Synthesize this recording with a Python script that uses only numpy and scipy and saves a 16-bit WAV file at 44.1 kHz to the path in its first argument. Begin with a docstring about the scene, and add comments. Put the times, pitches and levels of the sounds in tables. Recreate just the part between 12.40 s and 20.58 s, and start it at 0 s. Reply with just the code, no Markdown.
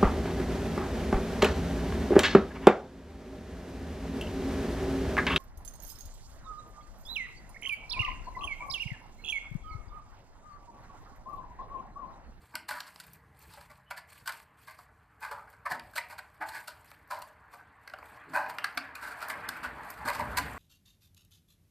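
"""Knocks, short scrapes and clicking taps ring a sheet-metal tray outdoors, close by: a cast engine part is
turned, rinsed and brushed. Contacts are noise bursts driving damped modes, a dry clink and bright grit.
Soft thuds, spatter ticks and two squeaks join them; solvent and bristles hiss as shaped noise with ticks.
Behind are wall echoes, road noise and a far idling motor; one vehicle draws near at the end."""
import sys
import numpy as np
from scipy import signal
from scipy.fft import rfft, irfft, next_fast_len
from scipy.io import wavfile
from scipy.ndimage import uniform_filter1d

SR = 44100
rng = np.random.default_rng(int(sys.argv[2]) if len(sys.argv) > 2 else 0)


def store_pcm(level_fs):
    """Save levels as 16-bit WAV."""
    pcm = np.round(np.clip(level_fs, -1, 1) * 32767).astype(np.int16)
    wavfile.write(sys.argv[1], SR, np.atleast_2d(pcm).T)


def amplitude_ratio(level_db):
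    """Convert a level in decibels to the matching linear amplitude (field) ratio."""
    exponent = np.asarray(level_db, float) / 20
    return 10 ** exponent


N = 360738

# part knocks tray: (force peak [s], low ring [dB], high ring [dB], grit [dB], contact decay [ms])
KNOCKS = [(0.155, -44.5, -36, -40, 2.8), (0.289, -38.5, -38.5, -44.5, 16), (0.602, -63, -49, -50.5, 5.2),
          (1.175, -50.5, -56, -67, 9), (1.21, -56.5, -57, -62, 19), (1.303, -53.5, -55, -67, 14),
          (1.509, -41, -37, -51, 14.3), (1.862, -55, -46, -55, 16), (1.877, -43, -34, -41.5, 4.5),
          (1.894, -40, -37.5, -47, 6.2), (1.923, -54, -54, -53, 4.5), (2.277, -48.5, -48, -61, 36),
          (2.39, -51, -60, -64.5, 9.6), (2.826, -41.5, -41, -58.5, 21), (2.915, -38, -42.5, -55, 20.4),
          (3.131, -63, -58, -71, 12), (3.35, -42, -53, -61, 11), (3.537, -64, -52, -66, 8),
          (3.561, -39, -38, -44, 12), (3.703, -51, -48.5, -58, 24), (3.727, -46.5, -56, -60.5, 7.3),
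          (4.016, -35.5, -37, -68, 18), (4.089, -52, -47, -51, 7.5), (4.279, -44.5, -43.5, -47.5, 19),
          (4.516, -56, -53.5, -62, 0.93), (4.712, -34.5, -38.5, -51, 48), (4.821, -47.5, -59, -53, 4.1),
          (5.133, -49.5, -55.5, -64, 17), (5.937, -37, -36, -57, 9), (5.952, -28, -28, -49.5, 73),
          (6.443, -56, -47, -72, 88), (6.555, -57, -42, -51, 7.3), (6.9, -40, -35, -45, 14),
          (7.09, -45, -34.5, -40, 3), (7.237, -38.5, -35, -53.5, 19), (7.655, -38, -38, -52, 18),
          (7.796, -28.5, -39, -52, 22), (7.975, -31, -29, -35, 12)]
# part slides on tray: (force peak [s], low ring [dB], high ring [dB], grit [dB], contact decay [ms])
SCRAPES = [(0.143, -44.5, -52, -76, 6), (0.315, -41.5, -34.5, -48, 19.7), (0.373, -46, -44, -57.5, 29),
           (0.478, -60, -52.5, -59.5, 10), (0.641, -66, -62, -63, 6.4), (1.035, -64, -81, -75, 13),
           (1.14, -53.5, -62, -59, 33), (1.579, -48.5, -44, -52.5, 10), (1.746, -84, -69, -69, 38),
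           (2.851, -41, -39, -57, 27.6), (2.991, -48, -55, -74.5, 53), (3.082, -60, -53.5, -80, 7.8),
           (3.268, -33.5, -35, -56.5, 9.7), (3.319, -32, -30.5, -47, 16.4), (3.581, -39, -30, -42, 6.8),
           (3.789, -46.5, -41, -53.5, 6.8), (4.027, -39, -44, -61.5, 16), (4.156, -43.5, -40.5, -55, 31),
           (5.203, -62, -54.5, -79, 18), (6.101, -43.5, -43, -53, 7.7), (6.639, -47.5, -40, -55.5, 20),
           (6.681, -49, -45, -57, 24), (6.722, -58, -41.5, -60, 19), (6.828, -43.5, -36.5, -52, 20),
           (6.944, -45.5, -40.5, -71, 48), (7.046, -55, -41.5, -71, 14), (7.171, -64, -45, -64, 68),
           (7.393, -44, -61, -73, 19), (7.619, -43, -67, -74, 22), (7.688, -30, -30.5, -42.5, 18),
           (7.752, -37.5, -44, -49, 19)]
# dry, clicking taps of bottle or handle, some faint, some loud:
# (force peak [s], low ring [dB], high ring [dB], clink [dB], contact decay [ms])
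TAPS = [(0.405, -51, -46, -40, 3.5), (0.561, -54, -61, -53.5, .5), (3.397, -61, -49, -48, 1.3),
        (5.477, -55, -45.5, -52, 1.7), (5.499, -61, -51, -58, 2.4), (5.538, -42, -40.5, -57.5, 1.6),
        (5.588, -49, -57, -62.5, 2), (5.627, -46.5, -51, -73, 2.4), (6.186, -46, -32.5, -43.5, 0.63),
        (6.22, -61, -58, -74, 3.7), (6.244, -40.5, -26.5, -35, 3), (6.376, -39, -29, -35.5, 4.6)]


def contacts():
    """Rows of (s, low dB, high dB, clink dB, grit dB, rise ms, contact ms, share of the ring time)."""
    rows = []
    for s, low_db, high_db, grit_db, contact_ms in KNOCKS:
        rise_ms = 0.89 * abs(contact_ms) ** 0.45
        rows.append((s, low_db, high_db, grit_db + 1.5, grit_db, rise_ms, contact_ms, 1))
    for s, low_db, high_db, grit_db, contact_ms in SCRAPES:
        rise_ms = 0.78 * contact_ms  # swells about as slowly as it fades
        rows.append((s, low_db, high_db, grit_db + 2.5, grit_db, rise_ms, contact_ms, 1))
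    for s, low_db, high_db, clink_db, contact_ms in TAPS:
        # held in the hand: shorter ring, little grit
        rows.append((s, low_db, high_db, clink_db, clink_db - 10, 1.15, contact_ms, 0.61))
    return rows


# tray modes, damped by floor and solvent, before each blow's variation: (frequency [Hz], level [dB], t60 [s])
TRAY_MODES = [(590.6, -11, 0.077), (655, -9.5, 0.029), (732.4, -13, 0.055), (811, -10.5, 0.027),
              (900.7, -4.5, 0.055), (1006, -3.5, 0.036), (1057, -3.5, 0.022), (1199, 1, 0.017),
              (1246, 7, 0.014), (1473, 7, 0.029), (1520, 1, .03), (1569, 15.5, 0.018), (1655, 1, 0.06),
              (1822, 1, 0.022), (1918, -7.5, 0.069), (2028, 6, 0.017), (2221, 4, 0.016), (2371, -2.5, 0.02),
              (2405, -3.5, 0.011), (2585, -15.5, 0.043), (2890, -19.5, 0.073)]
# dry clink of the casting, too short to ring: (frequency [Hz], density [dB per Hz])
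CLINK_SPECTRUM = [(1800, -35), (2700, -3), (3300, -6), (3800, -4.5), (4400, 2), (4900, -2), (5500, -9),
                  (6200, -16), (7500, -32)]
# grit: (frequency [Hz], density [dB per Hz])
GRIT_SPECTRUM = [(4500, -53), (6300, -8), (7200, 1.5), (8300, 4.5), (10500, -0.5), (12000, 1), (13800, 3),
                 (16000, -10)]
RING_SPLIT_HZ, LEAD_MS = 1200, 45


def knock(low_db, high_db, clink_db, grit_db, rise_ms, contact_ms, damp, chance):
    """An uneven burst of slips drives tray and casting and sheds bright grit."""
    ms = np.arange(8192) * 1000 / SR - LEAD_MS
    after_ms = np.maximum(ms, 0)
    rise = np.clip(1 + ms / (2.24 * max(rise_ms, 0.2)), 0, 1)
    force = rise * np.exp(-after_ms / max(contact_ms, 0.3))
    stutter = amplitude_ratio(3.16 * evened(uniform_filter1d(chance[1], size=90)))
    slips = force * stutter * chance[0]

    low_modes = [mode for mode in TRAY_MODES if mode[0] < RING_SPLIT_HZ]
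    high_modes = [mode for mode in TRAY_MODES if mode[0] >= RING_SPLIT_HZ]
    low = ring(low_modes, slips, chance[2], damp=damp)
    high = ring(high_modes, slips, chance[2, 50:], hard=14 / (1 + rise_ms), damp=damp)

    # the shorter the contact, the stronger the single click added to clink and grit
    impulse = np.arange(len(ms)) == round(LEAD_MS * SR / 1000)
    click = impulse * np.linalg.norm(slips) * 1.9 / (1 + contact_ms)
    clink = colour(slips + click, CLINK_SPECTRUM)
    shed = slips * np.exp(-after_ms / 94.0)  # grit is spent sooner than the ring
    grit = colour(shed + 0.6 * click, GRIT_SPECTRUM)
    return topped(low, low_db) + topped(high, high_db) + topped(clink, clink_db) + topped(grit, grit_db)


def ring(table, drive, spot, hard=0, damp=1):
    """Drives decaying modes; the spot sets strength, sign and bend, a hard blow lifts the upper modes."""
    t = np.arange(len(drive)) / SR
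    hz, db, t60 = np.transpose(table)[:, :, None]
    strength, bend = spot[:2 * len(table)].reshape(2, -1, 1)
    level_db = db + 2.5 * strength + hard * np.log2(hz / hz[0])
    modes = amplitude_ratio(level_db - 60 * t / (t60 * damp))
    modes = modes * np.sin(2 * np.pi * hz * (1 + 0.032 * bend) * t)
    modes *= np.sign(bend) * (1 - np.exp(-t * hz * 1.27))  # the metal takes a cycle to move
    return signal.fftconvolve(drive, modes.sum(0))[:len(t)]


# heavy part meets tray floor: (onset [s], loudest 7 ms rms [dB], push length [ms])
THUDS = [(0.142, -48, 9.2), (0.299, -55, 22), (3.306, -46, 36), (4.001, -49, 9.5), (5.865, -43.5, 87),
         (5.939, -50, 14), (6.365, -43.5, 16), (7.081, -51, 19), (7.217, -47.5, 35), (7.641, -37, 29),
         (7.788, -38.5, 100), (7.987, -40.5, 35)]
# whole-sheet modes, before each push's variation: (frequency [Hz], level [dB], t60 [s])
SHEET_MODES = [(163.4, -4, 0.044), (208, -3.5, 0.027), (261.8, -6, 0.12), (300, 4.5, 0.037)]


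def thud(db, length_ms, chance):
    """A soft push bends the whole sheet; its force peaks at a third of the length."""
    ms = np.arange(8192) * 1000 / SR
    push = ms * np.exp(-3 * ms / max(length_ms, 1)) * chance[0]
    return topped(ring(SHEET_MODES, push, chance[1]), db)


# ticks too light to move the tray: (onset [s], peak [dB])
SPATTER = [(0.5445, -48), (0.667, -45), (0.7333, -37), (0.9911, -43), (1.0261, -45), (2.3101, -46),
           (2.806, -47), (3.1009, -51), (3.4366, -57), (3.488, -61), (3.5115, -51), (3.6855, -44),
           (3.9464, -56), (4.2123, -49), (4.4453, -50), (4.504, -44), (4.589, -60), (4.6753, -54),
           (4.789, -43), (5.5847, -53), (5.6341, -60), (5.9704, -44), (6.0297, -56), (6.0845, -47),
           (6.1464, -50), (6.35, -47), (6.8848, -31), (7.171, -41), (7.503, -30)]
# spatter: (frequency [Hz], density [dB per Hz])
SPATTER_SPECTRUM = [(2500, -34), (4500, -8.5), (6200, -15.5), (8500, -9.5), (12000, -8), (14000, 3),
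                    (16000, -4)]
SPATTER_LEAD_MS = 5
TICK_DECAY_MS, FIZZ_DECAY_MS, FIZZ_RE_TICK_DB = 2.6, 12.3, -9.5


def spatter(db, chance):
    """A bright noise tick with a short fizz behind it: two exponential decays."""
    ms = np.arange(len(chance)) * 1000 / SR - SPATTER_LEAD_MS
    shape = np.exp(-ms / TICK_DECAY_MS) + amplitude_ratio(FIZZ_RE_TICK_DB) * np.exp(-ms / FIZZ_DECAY_MS)
    tick = colour((ms > 0) * shape * chance, SPATTER_SPECTRUM)
    return amplitude_ratio(db) * tick / abs(tick).max()


# a wet finger slips: (start [s], length [s], mean pitch [Hz], sine amplitude [dB])
SQUEAKS = [(1.456, 0.055, 2970, -66), (5.788, 0.037, 3280, -67)]


def squeak(length_s, hz, db, chance):
    """A brief sine, made slightly fuzzy by random pitch wobble."""
    t = np.arange(round(length_s * SR)) / SR
    wobble = 1 + 0.02 * evened(uniform_filter1d(chance, size=200))[:len(t)]
    return amplitude_ratio(db) * np.sin(np.pi * t / length_s) * np.sin(2 * np.pi * np.cumsum(hz * wobble) / SR)


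# sloshes of solvent, strokes of bristles: (start [s], length [s], starting level [dB])
SLOSHES = [(0.0, 0.15, -66.5), (0.33, 0.42, -61.5), (0.945, .06, -68), (0.995, 0.26, -60),
           (1.294, .09, -66.5), (1.67, 0.15, -58), (1.907, 0.091, -54.5), (2.165, 0.27, -64),
           (2.792, 0.22, -64), (3.07, 0.078, -69), (3.413, 0.17, -66), (3.6, 0.16, -67), (3.8, 0.18, -71),
           (4.052, 0.034, -50), (4.135, 0.06, -49), (4.195, 0.22, -63.5), (4.439, .11, -61),
           (4.572, .07, -75), (4.681, 0.21, -62), (5.096, 0.1, -66), (5.4, 0.54, -72.5),
           (5.631, 0.14, -62.5), (5.878, 0.17, -64), (6.085, 0.31, -64), (6.55, 0.23, -60),
           (6.758, 0.25, -59.5), (6.96, .13, -67), (7.1, .33, -64), (7.419, 0.36, -58), (7.666, 0.52, -57),
           (7.97, 0.19, -54)]
# hiss: (frequency [Hz], density [dB per Hz])
HISS_SPECTRUM = [(1500, -10), (2500, 1.5), (2930, -10.5), (3220, -5), (3780, -10.5), (4440, -3),
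                 (4990, -10.5), (6250, -15), (8230, -6), (9870, -11.5), (14200, -8), (16000, -7.5)]
SLOSH_RISE_S, SLOSH_DECAY_S, SLOSH_SAG_DB, HISS_FLOOR_DB = 0.022, 0.032, 4, -82


def hiss():
    """Smooth noise with tiny ticks of bristles and drops, which also ring the tray."""
    tick_db = 5.0 * np.minimum(rng.exponential(1, N), 5)
    ticks = amplitude_ratio(tick_db) * (rng.random(N) < 500 / SR)  # 500 per s on average
    burst = rng.standard_normal(300) * amplitude_ratio(-np.arange(300) * 0.13)
    ticks = signal.oaconvolve(ticks, burst)[:N]
    smooth = noise(HISS_SPECTRUM, size=256, patchy_db=3.2, flicker_db=2.2)
    tray_response = ring(TRAY_MODES, np.arange(4096) == 0, rng.standard_normal(2 * len(TRAY_MODES)))
    rung = signal.oaconvolve(ticks, tray_response)[:N]
    mix = evened(smooth + amplitude_ratio(-10.5) * evened(colour(ticks, HISS_SPECTRUM)))
    mix = mix + amplitude_ratio(-5) * evened(rung)

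    t, power = np.arange(N) / SR, amplitude_ratio(HISS_FLOOR_DB) ** 2
    for s, length_s, db in SLOSHES:
        rise = np.clip((t - s) / SLOSH_RISE_S, 0, 1)
        fall = np.exp(-np.maximum(t - s - length_s, 0) / SLOSH_DECAY_S)
        sag_db = SLOSH_SAG_DB * np.clip((t - s) / length_s, 0, 1)
        power = power + (rise * fall * amplitude_ratio(db - sag_db)) ** 2
    return np.sqrt(power) * mix


# early echo decay: (frequency [Hz], t60 [s])
YARD_DECAY = [(300, 1), (1000, 0.28), (3000, 0.3), (8000, 0.21), (15000, 0.21)]
# echoes from farther walls: (frequency [Hz], level re early echoes [dB])
LATE_ECHOES = [(300, -30), (600, -12), (1600, -20.5), (2800, -8), (5000, -64)]
LATE_T60_S = 0.73


def yard(x):
    """Random-sign wall echoes: four random echo tails cross-fade in turn, a new one every 0.2 s."""
    out, turn = np.zeros(N), np.arange(N) * 5 / SR
    for k in range(4):
        taps, at = np.zeros(SR // 2), np.arange(80, SR // 2 - 8, 8)
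        taps[at + rng.integers(0, 8, len(at))] = rng.choice([-1., 1.], len(at))
        hz, t, z = signal.stft(taps, SR, nperseg=256)
        early = amplitude_ratio(-60 * t / read(YARD_DECAY, hz)[:, None])
        late = amplitude_ratio(read(LATE_ECHOES, hz)[:, None] - 60 * t / LATE_T60_S)
        tail = signal.istft(z * (early + late), SR, nperseg=256)[1]
        share = np.cos(np.pi / 2 * np.clip((turn - k) % 4 - 2, -1, 1))
        out += signal.fftconvolve(x * share, tail / np.linalg.norm(tail))[:N]
    return out


# diffuse echoes: (frequency [Hz], diffuse share of echo power [0-1])
DIFFUSE_SHARE = [(1600, 0), (2600, .55), (5500, .8), (16000, .8)]


def diffuse(x):
    """Higher echoes are diffuse: part of their power becomes noise smoothed across frequency."""
    hz, t, z = signal.stft(x, SR, nperseg=512, noverlap=384)
    a, b = rng.standard_normal((len(t), len(hz), 2)).T
    level = np.sqrt(abs(uniform_filter1d(abs(z) ** 2, size=8, axis=0)))
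    share = read(DIFFUSE_SHARE, hz)[:, None]
    diffuse_part = level * (a + 1j * b) * np.sqrt(2)
    z = np.sqrt(1 - share) * z + np.sqrt(share) * diffuse_part
    return signal.istft(z, SR, nperseg=512, noverlap=384)[1][:N]


# tyre roar: (time [s], level [dB])
ROAD_LEVEL = [(0.0, -65.5), (1.0, -64.5), (2.6, -65.5), (4.0, -62), (5.45, -59.5), (5.7, -54.5),
              (6.15, -49), (6.5, -51.5), (6.85, -44.5), (7.6, -46), (8.0, -41.5), (8.18, -44)]
# tyre roar: (frequency [Hz], density [dB per Hz])
ROAR_SPECTRUM = [(100, -19), (200, -5), (280, -2), (450, -6.5), (600, -4), (900, -1.5), (1100, -0.5),
                 (1300, -4), (1700, -2), (2300, -11), (2800, -19), (3500, -27), (4500, -30), (6500, -66)]
# far rumble, then the vehicle arriving, before flutter: (time [s], level [dB])
RUMBLE_LEVEL = [(0.0, -58.5), (0.5, -70), (0.85, -59.5), (1.6, -67.5), (3.2, -62.5), (6.4, -67.5),
                (6.85, -63.5), (7.7, -51.5), (7.93, -42.5), (8.18, -46)]
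# rumble: (frequency [Hz], density [dB per Hz])
RUMBLE_SPECTRUM = [(20, -33), (40, -1.5), (65, 9.5), (100, 4.5), (160, 0), (220, -8.5), (320, -7.5),
                   (470, -7.5), (700, -40)]
# wavering tones of the nearing vehicle: (frequency [Hz], half-width [Hz], level re rumble [dB])
ENGINE_TONES = [(64.5, 5.5, -21), (126.6, 5.3, -17.5)]


def road():
    """Tyre roar and a lumpy, fluttering rumble, with engine tones as narrow bands of noise."""
    hz = np.fft.rfftfreq(N, 1 / SR)
    rumble = noise(RUMBLE_SPECTRUM, size=4096, patchy_db=-1.0, flicker_db=-0.5)
    for tone_hz, width_hz, db in ENGINE_TONES:
        band = rfft(rng.standard_normal(N)) / (1 + ((hz - tone_hz) / width_hz) ** 2)
        rumble += amplitude_ratio(db) * evened(irfft(band, N))
    roar = noise(ROAR_SPECTRUM, size=1024, patchy_db=2.0, flicker_db=0.5)
    flutter = amplitude_ratio(2.55 * slow(17.7))
    bass = flutter * curve(RUMBLE_LEVEL, index=1) * evened(rumble)
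    return curve(ROAD_LEVEL, index=1) * roar + bass


# far idling motor, before swell and waver: (mean frequency [Hz], level at start [dB], fade [dB/s])
IDLE_TONES = [(81.3, -77.5, -1.2), (105.7, -81.5, -2.2), (132.8, -69.5, 1), (166, -68.5, 3.5),
              (195, -74, 2)]
# the motor swells once: (time [s], gain [dB])
IDLE_SWELL = [(0, 1), (.45, -4), (.7, 5.5), (1.1, 5), (1.7, 3), (2.1, -0.5), (8.18, -4.5)]


def idle():
    """Thin sines whose level and pitch waver a little, under one swell."""
    t, out = np.arange(N) / SR, np.zeros(N)
    for hz, db, fade in IDLE_TONES:
        level = amplitude_ratio(db - fade * t + 3.3 * slow(3.8))
        out += level * np.sin(2 * np.pi * np.cumsum(hz + 0.89 * slow(1.86)) / SR)
    return curve(IDLE_SWELL, index=1) * out


def noise(points, size, patchy_db, flicker_db):
    """Random short-time spectra with drifting patches and a flicker shared by all bins."""
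    frames, hz = 4 * N // size + 5, np.fft.rfftfreq(size, 1 / SR)
    a, b, patches = rng.standard_normal((frames, len(hz), 3)).T
    patches = uniform_filter1d(patches, size=10, axis=0)
    patches = evened(uniform_filter1d(patches, size=10, axis=1))
    flicker = evened(uniform_filter1d(rng.standard_normal(frames), size=5))
    level_db = read(points, hz)[:, None] + patchy_db * patches + flicker_db * flicker
    z = (a + 1j * b) * amplitude_ratio(level_db)
    return evened(signal.istft(z, nperseg=size, noverlap=size * 3 // 4)[1][:N])


def slow(corner_hz):
    """A random drift of rms 1: noise low-passed at the corner."""
    hz = np.fft.rfftfreq(N, 1 / SR)
    return evened(irfft(rfft(rng.standard_normal(N)) / (1 + (hz / corner_hz) ** 4), N))


def evened(x):
    """Scales to rms 1."""
    return x / np.sqrt(np.mean(x ** 2) + 1e-20)


def topped(x, db):
    """Sets the rms of the loudest 300 samples (7 ms)."""
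    return amplitude_ratio(db) * x / np.sqrt(uniform_filter1d(x ** 2, size=300).max())


def read(points, hz):
    """Interpolates a spectrum table over log frequency."""
    f, value = np.transpose(points)
    return np.interp(np.log(hz + 1), np.log(f + 1), value)


def curve(rows, index):
    """One dB column as a gain for every sample."""
    rows = np.array(rows)
    return amplitude_ratio(np.interp(np.arange(N) / SR, rows[:, 0], rows[:, index]))


def colour(x, points):
    """Shapes x by a spectrum table."""
    size = next_fast_len(len(x))
    gain = amplitude_ratio(read(points, np.fft.rfftfreq(size, 1 / SR)))
    return irfft(rfft(x, size) * gain, size)[:len(x)]


def add(mix, s, sound):
    """Lays a sound into the mix at time s."""
    part = mix[max(round(s * SR), 0):][:len(sound)]
    part += sound[:len(part)]


# what the walls return: (frequency [Hz], gain [dB])
WALL_RETURN = [(300, 0), (1500, 0), (4000, -2), (8000, 0.5), (14000, -4.5)]


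def scene():
    """Sums tray sounds, their echoes, hiss, road and motor, all in front of the microphone."""
    tray, rows = np.zeros(N), contacts()
    for (s, *row), chance in zip(rows, rng.standard_normal((len(rows), 3, 8192))):
        add(tray, s - LEAD_MS / 1000, knock(*row, chance))
    for (s, *row), chance in zip(THUDS, rng.standard_normal((len(THUDS), 2, 8192))):
        add(tray, s, thud(*row, chance))
    for (s, db), chance in zip(SPATTER, rng.standard_normal((len(SPATTER), 4096))):
        add(tray, s - SPATTER_LEAD_MS / 1000, spatter(db, chance))
    for (s, *row), chance in zip(SQUEAKS, rng.standard_normal((len(SQUEAKS), 8192))):
        add(tray, s, squeak(*row, chance))
    echoes = amplitude_ratio(-8.0) * diffuse(yard(colour(tray, WALL_RETURN)))
    mid = tray + echoes + hiss() + road() + idle()
    return np.array([mid, mid])


def low_pass(x):
    """Removes everything above the highest recorded frequency."""
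    return signal.sosfilt(signal.butter(12, 15140, fs=SR, output="sos"), x)


# floor bounce cancels narrow bands, microphone cuts both ends: (frequency [Hz], gain [dB])
PATH_RESPONSE = [(25, -13), (50, -2), (335, -4.5), (374, -16), (415, -2), (490, -1), (525, -15), (565, -2),
                 (650, -1), (680, -7), (715, 0), (14200, 0.5), (14450, -27), (16000, -40)]
# treble side noise: (frequency [Hz], share of patches [0-1])
SIDE_SHARE = [(4000, 0), (4600, .05), (6000, .25), (8000, .55), (11000, .55), (14000, .6)]


def record(dry):
    """Applies the path, keeps the mix central and adds treble patches of side noise."""
    hz, t, z = signal.stft(colour(dry[0], PATH_RESPONSE), SR, nperseg=1024, noverlap=768)
    a, b, c = rng.standard_normal((len(t), len(hz), 3)).T
    field = uniform_filter1d(uniform_filter1d(c, size=30, axis=0), size=7, axis=1)
    rank = field.ravel().argsort().argsort().reshape(field.shape) / field.size
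    patches = rank < read(SIDE_SHARE, hz)[:, None]
    level = np.sqrt(uniform_filter1d(abs(z) ** 2, size=16, axis=0) / 2)
    side = patches * level * (a + 1j * b)
    both = signal.istft(np.array([z + side, z - side]), SR, nperseg=1024, noverlap=768)[1][:, :N]
    return low_pass(both)


dry = scene()
out = record(dry)
store_pcm(out)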